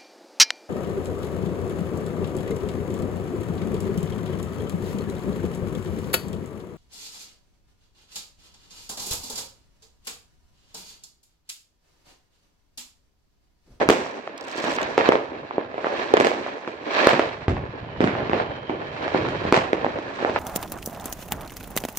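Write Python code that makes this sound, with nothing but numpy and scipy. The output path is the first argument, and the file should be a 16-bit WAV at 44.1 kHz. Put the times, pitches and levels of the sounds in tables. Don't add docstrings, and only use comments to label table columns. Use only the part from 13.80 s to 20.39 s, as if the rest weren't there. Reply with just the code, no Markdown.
import sys
import numpy as np
from scipy import signal
from scipy.fft import rfft, irfft, next_fast_len
from scipy.io import wavfile
from scipy.ndimage import map_coordinates

SR = 44100
rng = np.random.default_rng(int(sys.argv[2]) if len(sys.argv) > 2 else 0)


def wav_out(sig):
    wavfile.write(sys.argv[1], SR, np.round(np.clip(np.atleast_2d(sig).T, -1, 1) * 32767).astype(np.int16))


N = 290619


def amp(db):
    return 10 ** (np.asarray(db) / 20)


def unit(x):
    return x / np.sqrt(np.mean(x ** 2) + 1e-20)


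def along(points, hz):
    f, values = np.transpose(points)
    return np.interp(np.log(hz + 1), np.log(f), values)


def curves(rows):
    times, *columns = np.transpose(rows)
    t = np.arange(N) / SR
    return [np.interp(t, times, column) for column in columns]


def wobble(rate):
    knots = rng.standard_normal(int(N * rate / SR) + 4)
    return map_coordinates(knots, [np.arange(N) * rate / SR])


def filtered(x, response):
    size = next_fast_len(N + SR // 2)
    spectrum = rfft(x, size) * response(np.fft.rfftfreq(size, 1 / SR))
    return irfft(spectrum, size)[..., :N]


def click(gain_db, size=4096):
    gain = amp(gain_db(np.fft.rfftfreq(size, 1 / SR)))
    cepstrum = irfft(np.log(np.maximum(gain, 1e-6)))
    cepstrum[1:size // 2] *= 2
    cepstrum[size // 2 + 1:] = 0
    return irfft(np.exp(rfft(cepstrum)))


def add(out, s, sound, lead_ms):
    for port, side in enumerate((-1, 1)):
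        start = round((s + side * lead_ms / 2 / 1000) * SR)
        out[port, start:][:len(sound)] += sound


def arrivals(rate, spread_db, size, port_ms=0.41):
    count = int(rate * size / SR) + 1
    when, angle = rng.random((2, count))
    scatter = np.clip(rng.standard_normal(count), -2.3, 2.3)
    strength = amp(spread_db * scatter) * rng.choice([-1, 1], count)
    lead = np.sin(2 * np.pi * angle) * port_ms * SR / 1000
    ports = [np.round(when * size + side * lead / 2).astype(int) % size for side in (-1, 1)]
    return unit(np.array([np.bincount(i, strength, size) for i in ports]))


# t/s, level/dB, wave length/ms, air loss/dB per kHz, left port lead/ms, ground bounce delay/ms, echo level/dB
NEARER_SHELLS = [(0.0138, -6, 2.2, 7.5, 0.25, .53, -2), (0.089, 7.5, 2.8, 0.9, 0.19, 0.79, -3.5),
                 (0.0989, 2, 2.96, 3.5, 0.0044, 1.72, -2.5), (0.1034, 5, 2.3, 1.4, 0.26, 0.62, -10),
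                 (0.4755, -16, 1.55, 4, .11, 1.58, -23), (0.8409, -11, 3.55, 3, 0.051, 1.6, -1),
                 (0.986, -8.5, 0.78, 7, -0.3, 2.3, 2), (1.179, .3, 2.43, 4, 0.02, 2.3, 2.5),
                 (1.2097, -7, .9, 5, -0.41, 1.6, -11), (1.2899, 5, 2.3, 8, -0.31, 0.57, -5),
                 (1.3217, -1.1, 1.8, 4, 0.15, 0.88, -1.5), (1.355, -2.5, 2.07, 5.5, 0.31, 0.55, -16),
                 (1.5192, -21.5, 2.7, 7.5, 0.44, 3.4, 4), (1.7097, -15.5, 1.43, 8, -0.27, 0.86, -5),
                 (1.7817, -8, 2.4, 9, .13, .3, -6.5), (1.9427, -18, 2.5, 6, -0.3, 1.6, 1),
                 (1.9802, -14, 1.9, 7, -0.34, 3, -0.5), (2.0447, -8.5, 1.56, 8.5, -0.032, 0.61, 1.5),
                 (2.069, -9, 1.74, 8, -.25, 0.64, -15), (2.3388, 5, 2.36, 6.5, -0.35, 2.33, -10.5),
                 (2.3699, -2.5, 1.36, 2.5, -0.27, 1.7, -10), (2.3756, -2, 2.34, 4, -0.38, 0.59, -4),
                 (2.401, 0, 3.3, 2, -0.3, 2.6, -1.5), (2.4093, -1, 1.64, 5, -.36, 0.55, -9),
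                 (2.4474, -1.5, 2.7, 2, -0.39, 2.81, 0), (2.4696, -1.5, 2.6, 1.4, .45, 1.7, -8),
                 (2.5165, -10.5, 1.7, 7, 0.37, 1.76, -12), (2.664, -16.5, 1.7, 4.5, -0.17, 1.6, 3),
                 (2.8765, -13, 2.6, 3.5, 0.098, 0.8, -0.5), (3.2712, 12, 1.78, 4.4, -0.054, 0.64, -12.5),
                 (3.2919, -1.5, 1.4, 2, 0.38, 0.6, 0), (3.3327, -3.5, 3.9, 3.5, -0.036, 1.67, -2.5),
                 (3.3413, -6.5, 3, 5, -0.086, 0.81, -9), (3.3945, -0.5, 2.23, 4, -0.0072, 3.06, -1),
                 (3.6819, -5, 11.5, 3.5, -0.055, 2.53, 2), (3.768, -19, 1.5, 6, -0.067, 1.1, 2),
                 (4.2058, -4, 3.55, 4, -0.25, 0.53, 3.5), (4.2246, -13, 6, 7, -0.21, 1.7, -8),
                 (4.2414, -4, 4.4, 3.5, -0.23, 0.64, 1), (4.2749, -10, 0.79, 6.5, -.29, .52, 3),
                 (4.352, -14.5, 1.6, 6.5, -0.063, 1.6, -4), (4.4965, -8.5, 2.9, 4.5, 0.34, 0.82, -1),
                 (4.533, -3, 2.64, 5.5, -0.36, 1.06, -2.5), (4.5996, -8.5, 1.45, 7.5, 0.46, 2.83, 0.5),
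                 (4.8965, -10, 2.9, 6, -.32, 0.96, 3), (5.28, -12, 1.44, 4, -.16, 1.5, -3.5),
                 (5.3466, -4, 2.9, 9, -0.15, 1.25, 0.5), (5.487, -12, 3.4, 2.5, 0.19, 1.3, -1),
                 (5.6516, -12.5, 3.7, 11, -0.32, 1.5, -3), (5.725, 5, 2.67, 3.6, -0.042, 0.84, -3),
                 (5.7427, -1, 1.35, 3, 0.44, 2.1, 4.5), (5.7643, -5, 1.1, 2, .46, 0.7, -8),
                 (5.775, -4, 4.9, 2, 0.18, 1.46, -8), (5.9316, -2, 2.44, 4, .34, 0.52, -5),
                 (6.046, -6.5, 2.05, 7, -0.27, 1.2, -6), (6.065, -8, 2.56, 7, 0.11, 1.06, -5.5),
                 (6.1879, -14, 3.1, 3.5, -.16, 3.1, -4), (6.4486, -4, 1.6, 7.5, -0.18, 0.52, -4),
                 (6.4967, -11.5, 4.1, 4, 0, 2.65, 0.5), (6.5613, -5.5, 1.4, 5.5, 0.093, 2.16, 0)]


def shells(rows, early_air_db=-1.2, late_air_db=0.0, late_s=.07, bounce_share=0.56):
    out = np.zeros((2, N + SR))
    early = np.exp(-np.arange(SR // 2) / SR / late_s)
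    for s, db, wave_ms, air_db, lead_ms, bounce_ms, echo_db in rows:
        front = amp(db) * blast(wave_ms, air_db)
        add(out, s, front, lead_ms)
        add(out, s + bounce_ms / 1000, bounce_share * front, lead_ms)
        walls = house_fronts(t60=0.46, build_s=0.0048, rate=3500, spread_db=4.0)
        for share, more_air_db in ((early, early_air_db), (1 - early, late_air_db)):
            echo = blast(wave_ms, air_db + more_air_db)
            tail = signal.fftconvolve(walls * share, echo[None], axes=1)
            out[:, round(s * SR):][:, :tail.shape[1]] += amp(db + echo_db) * tail
    return out[:, :N]


# f/Hz, level/dB
MICROPHONE_COLOUR = [(100, -1), (700, .5), (1400, 0.5), (2200, 4.5), (4200, 3), (8000, 3.5), (9800, -9.5),
                     (16000, -2)]


def blast(wave_ms, air_db_per_khz, q=1.34, deepest_db=62):
    def gain_db(hz):
        s = 1j * hz * wave_ms / 1000
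        wave = s * s / ((s * s + s / q + 1) * (s + 1))
        air_db = np.minimum(abs(air_db_per_khz) * hz / 1000, deepest_db)
        return 20 * np.log10(abs(wave) + 1e-4) - air_db + along(MICROPHONE_COLOUR, hz)
    pulse = click(gain_db)
    return pulse / abs(pulse).max()


def house_fronts(t60, build_s, rate, spread_db):
    t = np.arange(SR // 2) / SR
    build = 1 - np.exp(-(t / build_s) ** 2)
    echoes = arrivals(rate, spread_db, size=len(t)) * amp(-60 * t / t60) * build
    return echoes / np.sqrt(np.sum(echoes ** 2) / 2)


def strays(reports_db, per_s=13, over_db=10, spread_db=4,
           wave_ms=1.74, air_db=6, lead_ms=.33, bounce_ms=1.1, echo_db=-5):
    count = int(per_s * N / SR)
    rows = []
    for when, strength, size, bearing, height in rng.uniform(-1, 1, (count, 5)):
        sample = int((when + 1) / 2 * (N - 1))
        db = reports_db[sample] + over_db + spread_db * strength
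        rows.append((sample / SR, db, wave_ms * 2 ** size, air_db,
                     lead_ms * bearing, bounce_ms * 2 ** height, echo_db))
    return rows


# t/s, level/dB
NEAREST_STARS = [(0.5783, -27.5), (0.61, -24.5), (0.6266, -36), (0.7012, -33), (0.7916, -25), (0.8351, -25),
                 (0.8955, -23), (0.9383, -23), (0.9613, -25), (1.0153, -16), (1.0301, -17)]


def snaps(trim_db=-2.5, t60=0.014, wave_ms=0.35, air_db=0.7, lead_ms=-.2):
    out = np.zeros((2, N + SR))
    t = np.arange(SR // 50) / SR
    lesser = shower(start_s=.61, end_s=.97, first_db=-39, last_db=-25.5, spread_db=3, count=110)
    for s, db in [*NEAREST_STARS, *lesser]:
        size, distance, bearing = rng.uniform(.5, 2.2, 3)
        smear = rng.standard_normal(len(t)) * amp(-60 * t / t60)
        crack = signal.fftconvolve(smear, blast(wave_ms * size, air_db * distance))
        add(out, s, amp(db + trim_db) * crack / abs(crack).max(), lead_ms * bearing)
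    return out[:, :N]


def shower(start_s, end_s, first_db, last_db, spread_db, count):
    age, size = rng.random((count, 2)).T
    db = first_db + (last_db - first_db) * np.sqrt(age) + spread_db * (2 * size - 1)
    return np.column_stack([start_s + (end_s - start_s) * age, db])


# t/s at the height, rise/s, fall/s, reports level/dB, crackle level/dB, sparks level/dB
FAR_VOLLEYS = [(0.0, .1, 0.047, -21, -27, -45), (0.25, 0.12, 0.11, -32.5, -38.5, -49),
               (0.881, 0.16, 0.24, -30, -29.5, -46.5), (1.08, 0.14, 0.13, -33, -37, -59),
               (1.28, 0.098, .075, -32, -26.5, -51), (1.77, 0.067, .08, -35.5, -41.5, -80),
               (2.22, .19, 0.24, -28, -30, -52.5), (2.46, 0.13, 0.24, -27, -31, -50.5),
               (3.251, 0.13, 0.12, -25.5, -18.5, -42.5), (4.39, 0.11, 0.29, -27.5, -34.5, -77),
               (4.6, 0.079, 0.047, -29, -30.5, -66), (5.39, 0.3, 0.47, -29.5, -31.5, -60.5),
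               (5.7, 0.15, 0.067, -29.5, -34.5, -64), (6.08, 0.11, 0.24, -29.5, -38, -62.5),
               (6.47, 0.17, 1, -29.5, -35.5, -53.5)]
# reports level/dB, crackle level/dB, sparks level/dB
LULL = (-40, -44, -85)


def volleys():
    t = np.arange(N) / SR
    power = np.outer(amp(LULL) ** 2, np.ones(N))
    for s, rise_s, fall_s, *levels_db in FAR_VOLLEYS:
        swell = np.exp(-np.where(t < s, ((t - s) / rise_s) ** 2, (t - s) / fall_s))
        power += np.outer(amp(levels_db) ** 2, swell ** 2)
    return 10 * np.log10(power)


# f/Hz, relative level/dB per Hz
CRACKLE_SPECTRUM = [(200, -34.5), (600, 2.5), (1000, 1.5), (1450, -1), (1850, 3.5), (2400, -0.5),
                    (3000, -8), (4200, -9), (5000, -18), (6200, -23.5), (8000, -37.5), (9500, -59),
                    (16000, -52)]
# f/Hz, relative level/dB per Hz
SPARK_SPECTRUM = [(600, -19.5), (2000, -13), (4000, 4), (6000, 5), (8000, -5.5), (9500, -19.5),
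                  (15000, -25)]


def stars(far_db, near_db, bright_hz=3700, brightening=0.23, full_db=-34):
    cloud = swarm(CRACKLE_SPECTRUM, rate=4800, spread_db=4.7, clump_db=1.6, ring_ms=16)
    sparks = swarm(SPARK_SPECTRUM, rate=2500, spread_db=5, clump_db=1.8, ring_ms=12)
    treble = filtered(cloud, lambda hz: 1 - 1 / (1 + (hz / bright_hz) ** 4))
    nearness = amp(brightening * np.minimum(far_db - full_db, 0))
    return amp(far_db) * (cloud - (1 - nearness) * treble) + amp(near_db) * sparks


def swarm(spectrum, rate, spread_db, clump_db, ring_ms):
    t = np.arange(SR // 50) / SR
    smear = rng.standard_normal((2, len(t))) * amp(-60 * t / (ring_ms / 1000))
    smear *= 0.45 / np.linalg.norm(smear, axis=1, keepdims=True)
    smear[:, 0] += 1
    pop = signal.fftconvolve(smear, click(lambda hz: along(spectrum, hz))[None], axes=1)
    pops = arrivals(rate, spread_db, size=N) * amp(clump_db * wobble(45))
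    return unit(signal.fftconvolve(pops, pop, axes=1)[:, :N])


# t/s, f/Hz, level/dB
ROCKET_WHISTLE = [(3.9, 3150, -70), (4.15, 2950, -52.5), (4.45, 3000, -54), (4.75, 3130, -51),
                  (4.95, 3090, -51.5), (5.3, 3120, -57), (5.62, 3150, -48.5), (5.9, 3150, -70)]
# t/s, f/Hz, level/dB
FALLING_WHINE = [(0.27, 960, -85), (0.3, 950, -38), (0.325, 915, -38), (0.37, 870, -85)]


def whistle(track, width_hz):
    hz, db = curves(track)
    phase = 2 * np.pi * np.cumsum(hz) / SR
    ports = [wobble(width_hz) * np.cos(phase) + wobble(width_hz) * np.sin(phase) for port in range(2)]
    first_s, last_s = track[0][0], track[-1][0]
    sounding = np.interp(np.arange(N) / SR, [first_s, last_s], [1, 1], left=0, right=0)
    return sounding * amp(db) * unit(np.array(ports))


# t/s, level/dB
RUMBLE_COURSE = [(0.0, -49), (0.09, -44), (0.35, -64), (0.73, -63), (1.08, -48.5), (1.76, -58),
                 (2.55, -54.5), (2.84, -60), (3.14, -58.5), (3.4, -46), (3.67, -47), (3.82, -42),
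                 (4.44, -38.5), (4.7, -44), (5.16, -46.5), (5.56, -37.5), (6.33, -50), (6.59, -40)]
# f/Hz, relative level/dB per Hz
RUMBLE_SPECTRUM = [(20, -26.5), (45, -14.5), (70, -6), (115, -1), (150, -3), (260, -14.5), (600, -75)]
# f/Hz, relative level/dB per Hz
REPORT_SPECTRUM = [(40, -41), (130, -28.5), (250, -1.5), (380, -1.5), (650, -2), (1000, -9.5),
                   (1600, -12.5), (3000, -27.5), (8000, -71.5)]


def barrage(reports_db, rumble_lift_db=2):
    course_db, = curves(RUMBLE_COURSE)
    rumble = swarm(RUMBLE_SPECTRUM, rate=300, spread_db=4, clump_db=2.0, ring_ms=11)
    thuds = swarm(REPORT_SPECTRUM, rate=1200, spread_db=3, clump_db=3.5, ring_ms=26)
    return amp(course_db + rumble_lift_db) * rumble + amp(reports_db) * thuds


# f/Hz, level/dB
BODY_SHADE = [(60, .5), (250, -1), (500, -2.2), (1000, -3.6), (2000, -4.2), (4000, -3.6), (10000, -3.5)]


def scene():
    reports_db, crackle_db, sparks_db = volleys()
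    near = shells(NEARER_SHELLS) + shells(strays(reports_db)) + snaps()
    whistles = whistle(ROCKET_WHISTLE, width_hz=300) + whistle(FALLING_WHINE, width_hz=22.8)
    far = stars(crackle_db, sparks_db) + whistles + barrage(reports_db)
    return filtered(near + far, lambda hz: amp(np.outer([.5, -.5], along(BODY_SHADE, hz))))


def record(dry, top_hz=16000):
    clipped = np.clip(dry, -.97, .97)
    return filtered(clipped, lambda hz: 1 / (1 + (hz / top_hz) ** 120))


dry = scene()
out = record(dry)
wav_out(out)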